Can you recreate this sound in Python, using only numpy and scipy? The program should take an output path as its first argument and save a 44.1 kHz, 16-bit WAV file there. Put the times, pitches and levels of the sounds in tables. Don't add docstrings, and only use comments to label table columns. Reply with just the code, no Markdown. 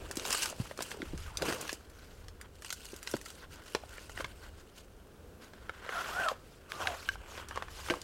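import sys
import numpy as np
from scipy import signal
from scipy.fft import rfft, irfft, next_fast_len
from scipy.io import wavfile
from scipy.ndimage import uniform_filter1d, map_coordinates

SR = 44100
rng = np.random.default_rng(int(sys.argv[2]) if len(sys.argv) > 2 else 0)


def dump(signal):
    limited = np.clip(np.atleast_2d(signal).T, -1, 1)
    pcm = np.round(limited * 32767).astype(np.int16)
    wavfile.write(sys.argv[1], SR, pcm)


N = 354343


def amp(db):
    return 10 ** (np.asarray(db) / 20)


def unit(x):
    return x / np.sqrt(np.mean(x ** 2) + 1e-20)


def unit_hit(x):
    return x / np.sqrt(np.sum(x ** 2) / (SR / 100) + 1e-20)


def add(track, s, x):
    part = track[max(round(s * SR), 0):][:len(x)]
    part += x[:len(part)]


def wobble(rate):
    knots = rng.standard_normal(int(N * rate / SR) + 4)
    return map_coordinates(knots, [np.arange(N) * rate / SR])


def swells(rows, drop_db=8.5, shape=1.57):
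    t = np.arange(N) / SR
    power = np.zeros((len(rows[0]) - 3, N))
    for s, rise, fall, *levels in rows:
        near = (t > s - 3 * rise) & (t < s + 3 * fall)
        away = np.maximum((s - t[near]) / rise, (t[near] - s) / fall)
        power[:, near] += amp(np.array(levels)[:, None] - drop_db * away ** shape) ** 2
    return np.sqrt(power)


def filtered(x, response):
    size = next_fast_len(len(x) + 4096)
    return irfft(rfft(x, size) * response(np.fft.rfftfreq(size, 1 / SR)), size)[:len(x)]


def coloured(x, eq, size=4096):
    hz, db = np.transpose(eq)
    log_hz = np.log(np.fft.rfftfreq(size, 1 / SR) + 1)
    log_gain = np.log(amp(np.interp(log_hz, np.log(hz), db)))
    cepstrum = irfft(log_gain)
    cepstrum[1:size // 2] *= 2
    cepstrum[size // 2 + 1:] = 0
    impulse = irfft(np.exp(rfft(cepstrum)))
    return unit(signal.oaconvolve(x, impulse)[:len(x)])


def resonate(x, hz, width):
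    return filtered(x, lambda f: (1j * f * width * hz / (hz * hz - f * f + 1j * f * width * hz)) ** 2)


def patchy(x, depth_db):
    spectrum = signal.stft(x, nperseg=256)[2]
    field = rng.standard_normal(spectrum.shape)
    for axis in (0, 1, 0, 1):
        field = uniform_filter1d(field, size=4, axis=axis)
    return unit(signal.istft(spectrum * amp(depth_db * unit(field)), nperseg=256)[1][:N])


def friction(rate, spread_db, smooth):
    sizes = amp(spread_db * np.minimum(rng.exponential(size=N), 4))
    slips = (rng.random(N) < rate / SR) * sizes * np.sign(rng.standard_normal(N))
    return np.sqrt(1 - smooth) * unit(slips) + np.sqrt(smooth) * rng.standard_normal(N)


def crunch(rate, t60, spread_db=5):
    t = np.arange(SR // 20) / SR
    breaks = (rng.random(N) < rate / SR) * amp(spread_db * rng.uniform(-1, 1, N))
    envelope = signal.oaconvolve(breaks, amp(-60 * t / t60))[:N]
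    return unit(envelope * rng.standard_normal(N))


def burst(t60, scatter_db, scatter_t60, edge):
    t = np.arange(SR // 12) / SR
    decay = amp(-60 * t / t60) + amp(scatter_db - 60 * t / scatter_t60)
    direct = unit_hit(rng.standard_normal(len(t)) * decay) + edge * unit_hit(t == 0)
    bounce = np.roll(direct, round(rng.uniform(.0005, .002) * SR))
    return direct + 0.6 * bounce


# (frequency [Hz], level [dB])
FOREST_EQ = [(40, -12.5), (140, -0.5), (270, -2.5), (450, 0), (650, -7), (950, -14), (1550, -14.5),
             (1900, -21), (2700, -22.5), (3600, -24), (8000, -27.5), (16000, -30)]
RUMBLE_EQ = [(10, -22), (22, -8.5), (56, -3.5), (85, -4), (115, -16), (200, -33), (500, -84)]
# (peak time [s], rise [s], fall [s], level [dB])
WIND_GUSTS = [(.02, .1, 0.23, -51.5), (.62, 0.16, 0.16, -51), (1.17, 0.16, 0.22, -44), (2.3, .25, 0.2, -53),
              (3.0, 0.34, 0.33, -60), (3.65, 0.29, 0.14, -61), (4.38, 0.56, 0.34, -52.5),
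              (7.15, 0.16, 0.08, -51), (7.8, 0.72, 0.27, -52)]


def air(hush_db=-58.5, draught_db=-58.5, buffet_db=2):
    hush = amp(hush_db + 0.77 * wobble(2.73)) * coloured(rng.standard_normal(N), FOREST_EQ)
    wind = np.hypot(amp(draught_db), swells(WIND_GUSTS)[0])
    buffeting = amp(buffet_db * wobble(7.4))
    return hush + wind * buffeting * coloured(rng.standard_normal(N), RUMBLE_EQ)


# (frequency [Hz], level [dB])
FOLD_EQ = [(60, -17), (150, -4.5), (230, -7.5), (350, -2), (520, -2), (700, -8.5), (950, -12), (2000, -53)]
# (peak time [s], rise [s], fall [s], level [dB])
CLOTH_FLAPS = [(.03, .1, 0.18, -51.5), (.27, 0.092, 0.053, -45), (.44, 0.056, 0.26, -52.5),
               (.8, 0.017, 0.045, -53), (.98, 0.11, 0.034, -49), (1.14, 0.05, 0.048, -52),
               (1.425, 0.016, 0.05, -35), (1.49, .06, .12, -39), (6.22, 0.28, 0.081, -49.5),
               (6.78, 0.059, .13, -49.5), (7.5, 0.34, .2, -62), (7.925, 0.017, .04, -41.5)]


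def flaps():
    return swells(CLOTH_FLAPS)[0] * coloured(friction(400, spread_db=8.0, smooth=0.75), FOLD_EQ)


# (frequency [Hz], level [dB])
CRISP_EQ = [(1200, -24.5), (2300, -2.5), (2850, 6.5), (3400, -2), (4600, 0.5), (5500, -2.5), (8200, -1),
            (10000, -6), (13000, -10.5), (16000, -17)]


def fibres(breaks):
    grain = friction(1300, spread_db=3.5, smooth=0.59) + 0.73 * breaks
    return patchy(coloured(grain, CRISP_EQ), depth_db=3.0)


# (frequency [Hz], level [dB])
SLEEVE_EQ = [(1200, -6), (2200, 3), (2750, 2.5), (3600, 1.5), (4600, 3), (6000, -1.5), (9000, -5),
             (16000, -13)]


def swish():
    return patchy(coloured(friction(3000, spread_db=1.0, smooth=0.69), SLEEVE_EQ), depth_db=2.5)


# (frequency [Hz], level [dB])
CANVAS_EQ = [(300, -20), (550, -5), (700, -7), (850, -3), (1120, -1), (1400, -0.5), (1700, -4), (2000, -10),
             (2650, -8), (3300, -9.5), (7000, -82)]
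HOLLOW_EQ = [(400, -19.5), (850, -12), (1050, -5.5), (1250, -9), (1420, -0.5), (1560, -0.5), (1720, -9.5),
             (1950, -8.5), (2400, -20), (3200, -14), (7000, -47)]
# (peak time [s], rise [s], fall [s], rub [dB], hiss [dB])
CANVAS_DRAGS = [(.1, 0.2, 0.081, -57, -59), (.32, 0.12, 0.042, -45, -51), (.445, 0.078, 0.065, -47.5, -57),
                (.63, 0.075, 0.091, -59, -52.5), (.91, 0.12, .06, -53, -55), (1.08, 0.22, 0.21, -63, -60.5),
                (1.3, 0.21, 0.11, -56, -62), (1.49, .08, 0.051, -40, -47), (1.62, 0.1, 0.12, -51, -55),
                (6.25, 0.24, 0.061, -43, -52), (6.83, 0.1, .14, -43.5, -52.5), (7.06, 0.092, .06, -56, -63),
                (7.4, 0.18, .04, -52, -61), (7.58, 0.12, 0.088, -51.5, -62), (7.89, 0.14, 0.1, -52, -51.5)]


def drags(idle_db=-72):
    rub, hiss = swells(CANVAS_DRAGS)
    breaks = crunch(rate=150, t60=0.0088)
    grain = friction(900, spread_db=5.5, smooth=0.68) + 0.52 * breaks
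    cloth = coloured(patchy(grain, depth_db=3.0), CANVAS_EQ)
    frame = coloured(friction(1300, spread_db=-2.0, smooth=0.73), HOLLOW_EQ)
    sizzle = amp(-1) * fibres(0.39 * breaks) + amp(-2) * swish()
    return (rub + amp(idle_db)) * (cloth + amp(-9.5) * frame) + hiss * sizzle


# (time [s], level [dB], pitch [Hz], decay t60 [s])
GROUND_THUDS = [(.106, -42.5, 375, .03), (.172, -36, 258, 0.019), (.600, -29, 122, 0.05),
                (1.001, -39.5, 275, 0.053), (1.027, -36.5, 270, 0.12), (1.134, -36, 188, .04),
                (1.428, -33.5, 430, 0.071), (1.483, -35, 219, 0.068), (1.498, -35, 250, 0.031),
                (1.728, -41, 377, .03), (2.932, -43, 363, 0.033), (3.14, -29.5, 312, 0.051),
                (3.145, -39, 135, 0.033), (3.749, -46, 171, 0.047), (3.752, -38, 540, 0.066),
                (4.199, -43, 450, 0.033), (4.241, -46, 131, 0.084), (7.906, -36, 400, 0.074)]


def thuds():
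    out, t = np.zeros(N), np.arange(SR // 5) / SR
    for s, db, hz, t60 in GROUND_THUDS:
        settling = unit_hit(rng.standard_normal(len(t)) * amp(-60 * t / t60))
        push = 0.93 * unit_hit(t == 0)
        add(out, s, amp(db) * unit_hit(resonate(push + settling, hz, width=0.81)))
    return out


def snap(hz):
    return unit_hit(resonate(burst(0.006, -10, 0.075, edge=0.3), hz, width=1.35))


# (time [s], snap [dB], snap pitch [Hz], woody body [dB])
TWIG_CRACKS = [(0.1116, -40, 6100, -43), (0.156, -44, 7100, -53), (.17, -35.5, 5600, -53),
               (0.1966, -40.5, 4220, -46.5), (0.2517, -38.5, 5000, -40.5), (0.3056, -34, 5900, -40),
               (0.3274, -28.5, 6200, -41), (0.4316, -35, 5900, -47), (0.458, -35.5, 5200, -38.5),
               (0.4994, -42, 6200, -60), (0.7753, -47, 5700, -52), (0.823, -37, 7400, -49),
               (0.8278, -42, 7500, -62), (0.9159, -45.5, 4200, -41.5), (1.177, -50, 4700, -54),
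               (1.372, -33.5, 4700, -60), (1.4214, -36.5, 4160, -45), (1.6116, -39.5, 7800, -54),
               (1.7291, -39, 6200, -49), (1.899, -59, 6000, -64), (2.2835, -51, 4000, -54),
               (2.4129, -48.5, 6000, -49.5), (2.622, -52, 6200, -52), (2.6474, -45.5, 4900, -47.5),
               (2.7042, -37, 4300, -44), (2.7265, -36.5, 6250, -43), (2.8546, -50, 6200, -61),
               (2.9633, -49, 6600, -65), (3.029, -45, 7500, -51.5), (3.074, -39, 4050, -40.5),
               (3.1134, -41, 8200, -58), (3.166, -47, 6000, -48), (3.2135, -49, 6500, -53),
               (3.261, -50, 7040, -47), (3.303, -47.5, 5910, -55), (7.4865, -47, 4900, -58),
               (8.0165, -45, 5670, -66)]


def cracks(body_hz=1550):
    out = np.zeros(N)
    for s, db, hz, body_db in TWIG_CRACKS:
        fracture = burst(0.019, -6, 0.052, edge=0.91)
        body = unit_hit(resonate(fracture, body_hz * np.exp(rng.normal(0, 0.16)), width=1.0))
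        add(out, s, amp(db) * snap(hz) + amp(body_db) * body)
    return out


# (peak time [s], rise [s], fall [s], level [dB])
SNOW_STEPS = [(.2, .06, .04, -55), (.265, 0.032, .05, -39), (.33, 0.065, 0.1, -35.5),
              (.44, .07, 0.05, -36.5), (.835, 0.043, 0.086, -51), (.915, 0.051, 0.018, -46.5),
              (1.465, .02, .09, -38.5), (1.72, 0.057, 0.026, -46.5), (2.66, 0.06, 0.083, -52.5),
              (2.87, 0.14, 0.15, -52), (3.085, 0.039, 0.1, -50), (3.28, .05, 0.058, -53.5),
              (3.525, .02, .04, -56), (3.69, 0.039, 0.097, -55), (4.08, 0.25, 0.41, -60),
              (4.2, 0.026, 0.011, -45)]


def footsteps(idle_db=-76.5, light_ticks=1.44, heavy_ticks=0.87, body_db=-10):
    tread = swells(SNOW_STEPS)[0] + amp(idle_db)
    tick_gain = np.interp(tread, amp([-51, -41]), [light_ticks, heavy_ticks])
    breaks = tick_gain * crunch(rate=140, t60=.012)
    body = coloured(friction(900, spread_db=1, smooth=0.24) + 0.74 * breaks, HOLLOW_EQ)
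    return tread * (fibres(breaks) + amp(body_db) * body)


# (time [s], body [dB], body pitch [Hz], weight [dB], edge [dB])
FRAME_KNOCKS = [(.347, -36, 1180, -38.5, -39), (.527, -52, 900, -43, -60), (0.7112, -44.5, 1420, -42, -61),
                (0.7901, -42.5, 1080, -37.5, -49), (0.8066, -41, 900, -36, -43),
                (1.019, -40, 1660, -60, -56), (1.4218, -37, 1290, -52, -46),
                (1.5246, -36.5, 1730, -42, -45), (1.693, -38.5, 1750, -51, -39.5),
                (3.1383, -39.5, 1080, -39, -44), (3.7493, -33, 1310, -28, -34.5),
                (3.836, -51, 900, -48, -67), (3.9818, -46.5, 1530, -48.5, -69),
                (4.096, -48.5, 1270, -46.5, -57), (4.1758, -41, 1620, -45, -60),
                (4.2064, -38, 1280, -39, -58), (4.2446, -36.5, 1450, -44, -45),
                (5.535, -53.5, 1450, -52, -60), (5.6947, -36, 1320, -43, -55),
                (5.8632, -49, 1300, -46, -59), (5.8917, -38.5, 1390, -40.5, -60),
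                (6.2857, -33, 1140, -44, -35.5), (6.316, -46, 1200, -32.5, -65),
                (7.156, -45.5, 1060, -58, -64), (7.3773, -45, 1690, -45, -69),
                (7.5104, -41.5, 1150, -62, -67), (7.5589, -44, 895, -48, -47.5),
                (7.5743, -34, 1140, -39, -48), (7.6235, -38, 950, -49, -47), (7.683, -47.5, 1350, -63, -69),
                (7.8863, -39, 1000, -43, -70), (7.9001, -30, 1460, -33, -42),
                (7.9065, -34.5, 2090, -46, -42), (7.9385, -34.5, 1110, -46, -52)]


def knocks(weight_hz=526, weight_trim_db=-2, edge_hz=2920):
    out = np.zeros(N)
    for s, db, hz, weight_db, edge_db in FRAME_KNOCKS:
        body = unit_hit(resonate(burst(0.012, -8, 0.052, edge=0.89), hz, width=0.74))
        weight = unit_hit(resonate(burst(0.016, -17, 0.067, edge=1.3), weight_hz, width=0.73))
        edge = snap(edge_hz)
        add(out, s, amp(db) * body + amp(weight_db + weight_trim_db) * weight + amp(edge_db) * edge)
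    return out


# (frequency [Hz], level [dB])
WEAVE_EQ = [(700, -13), (1400, 2), (2800, 4), (4500, 2.5), (6500, 2.5), (9000, -6), (12000, -4),
            (16000, -18)]
# (start [s], end [s], level [dB])
CLOTH_PULLS = [(1.173, 1.284, -56.5), (1.408, 1.742, -55), (1.93, 2.22, -67), (5.903, 6.331, -52.5),
               (6.695, 7.155, -54), (7.276, 7.423, -57), (7.7, 7.935, -56.5)]


def pulls(fade_s=0.019):
    t = np.arange(N) / SR
    gate = sum(amp(db) * np.clip(np.minimum(t - start, end - t) / fade_s + .5, 0, 1)
               for start, end, db in CLOTH_PULLS)
    return gate * patchy(coloured(friction(2000, spread_db=4, smooth=0.53), WEAVE_EQ), depth_db=3.5)


# (time [s], speed [threads/s], level [dB])
PICKUP_SLIP = [(1.25, 1520, -66), (1.268, 1560, -55), (1.295, 1060, -60), (1.32, 840, -59),
               (1.365, 990, -66)]
FIRST_FEED = [(5.88, 1500, -57), (5.965, 1380, -39), (6.04, 1350, -51), (6.11, 1170, -47),
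              (6.165, 1400, -39), (6.205, 1575, -36.5), (6.245, 1470, -36), (6.286, 1250, -33.5),
              (6.335, 620, -50)]
SECOND_FEED = [(6.685, 1190, -60), (6.75, 1202, -50), (6.78, 1198, -53), (6.825, 1100, -43),
               (6.855, 790, -45), (6.894, 719, -39), (6.925, 690, -43), (6.97, 620, -57)]


def rough_tone(phase, rate):
    return wobble(rate) * np.sin(phase) + wobble(rate) * np.cos(phase)


def rasp(strokes, firm_db=-39.5, skip_hz=1060, loose_db=-10, skip_db=-9, drone_hz=684, drone_db=-9):
    t = np.arange(N) / SR
    times, speeds, levels = np.vstack(strokes).T
    hz, db = np.interp(t, times, speeds), np.interp(t, times, levels)
    sliding = sum((t > stroke[0][0]) & (t < stroke[-1][0]) for stroke in strokes)
    phase = 2 * np.pi * np.cumsum(hz * (1 + .014 * wobble(350))) / SR
    note = unit(amp(2.5 * wobble(170)) * np.sin(phase))
    firm = np.interp(db, [firm_db - 20, firm_db], [.1, .92])
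    zip_tone = np.sqrt(firm) * note + np.sqrt(1 - firm) * rough_tone(phase, 320)
    loose = amp(loose_db) * rough_tone(phase, 900)
    sub_octave = amp(skip_db) * np.clip(4 * (hz / skip_hz - 1), 0, 1) * rough_tone(phase / 2, 120)
    sleeve_drone = amp(drone_db) * unit(resonate(rng.standard_normal(N), drone_hz, width=0.26))
    return sliding * amp(db + 0.5) * (zip_tone + loose + sub_octave + sleeve_drone)


# (peak time [s], rise [s], fall [s], hollow rub [dB], hiss [dB])
POLE_SLIDES = [(1.8, .05, 0.082, -68, -67), (2.12, .25, 0.23, -65, -65), (2.45, 0.063, 0.023, -58.5, -80),
               (3.09, .2, 0.1, -57, -71), (3.39, 0.067, 0.054, -59.5, -56), (3.445, 0.04, 0.015, -52, -69),
               (3.52, 0.016, 0.033, -60, -55), (3.575, .04, 0.053, -54.5, -64),
               (3.69, .06, 0.069, -57.5, -59), (3.96, 0.075, 0.076, -56, -58.5),
               (4.195, 0.032, 0.033, -44, -49), (4.3, 0.058, 0.051, -63, -69),
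               (4.45, 0.041, 0.036, -54, -59.5), (4.6, 0.063, .035, -63.5, -64),
               (4.78, 0.032, 0.037, -67, -55.5), (5.425, 0.013, 0.043, -56, -56),
               (5.62, .14, .15, -61, -69), (5.84, 0.17, .05, -58, -66), (5.965, 0.094, 0.14, -41, -53),
               (6.13, 0.11, 0.066, -45.5, -50), (6.5, 0.13, 0.11, -69, -64)]


def slides():
    rub, hiss = swells(POLE_SLIDES)
    slips = friction(1200, spread_db=5.5, smooth=0.63) + 0.49 * crunch(rate=130, t60=0.013)
    tube = coloured(slips, HOLLOW_EQ)
    cloth = coloured(friction(900, spread_db=2.5, smooth=0.61), CANVAS_EQ)
    return rub * (tube + amp(-10) * cloth) + hiss * swish()


# (frequency [Hz], level [dB], free decay t60 [s])
POLE_MODES = [(1080, -19.5, 0.14), (1575, -10.5, 0.13), (1690, -3.5, 0.064), (1551, 0.5, 0.085),
              (2120, -4, 0.044), (2590, -14.5, 0.092), (3030, -10, 0.085), (3930, -24, 0.066),
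              (4500, -21.5, 0.062), (5600, -15, 0.059), (8100, -17, 0.027)]
# (time [s], ring [dB], share of free decay [0-1], tick [dB])
POLE_CLINKS = [(3.7510, -28.5, 0.12, -56), (6.7199, -30, 0.17, -49.5), (6.8721, -21, 0.29, -34.5),
               (7.0889, -24, 0.36, -42), (7.9009, -27.5, 0.87, -53)]


def clinks(tick_hz=3170):
    out, t = np.zeros(N), np.arange(SR // 4) / SR
    for s, db, free, tick_db in POLE_CLINKS:
        for hz, mode_db, t60 in POLE_MODES:
            cycles = hz * (1 + rng.normal(0, 0.012)) * t + rng.random()
            decay = amp(db + mode_db + rng.normal(0, 2.0) - 60 * t / (t60 * free))
            add(out, s, decay * np.sin(2 * np.pi * cycles))
        tick = resonate(burst(0.005, -8, 0.046, edge=2.5), tick_hz, width=0.79)
        add(out, s, amp(tick_db) * unit_hit(tick))
    return out


# (frequency [Hz], level [dB], decay t60 [s])
CANVAS_MODES = [(353, 0, 0.13), (495, -4, 0.18), (651, -3, 0.091)]


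def canvas_drum(at_s=7.905, level_db=-27.5):
    out, t = np.zeros(N), np.arange(SR // 4) / SR
    for hz, db, t60 in CANVAS_MODES:
        add(out, at_s, amp(level_db + db - 60 * t / t60) * np.sin(2 * np.pi * hz * t))
    return out


def rustle(catch_db=2, catch_hz=110, grip_db=1.22, grip_hz=28):
    catches = unit(amp(catch_db * wobble(catch_hz) + grip_db * wobble(grip_hz)))
    return catches * (footsteps() + flaps() + drags() + slides()) + pulls()


def muffled(x, cutoff_hz=12000):
    return filtered(x, lambda hz: 1 / np.sqrt(1 + (hz / cutoff_hz) ** 4))


def trunk_echo(x, t60, wet_db, predelay_s=.006):
    t = np.arange(SR // 2) / SR
    scatter = rng.standard_normal(len(t)) * amp(-60 * t / t60) * (t > predelay_s)
    tail = resonate(scatter, 2500, width=10.0)
    return amp(wet_db) * signal.oaconvolve(x, tail / np.linalg.norm(tail))[:N]


def scene():
    work = rustle() + rasp([PICKUP_SLIP, FIRST_FEED, SECOND_FEED])
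    work += muffled(cracks() + knocks()) + clinks() + thuds() + canvas_drum()
    return (work + trunk_echo(work, t60=0.41, wet_db=-20) + air())[None]


def record(dry):
    return filtered(dry[0], lambda hz: hz < 16000)[None]


dry = scene()
out = record(dry)
dump(out)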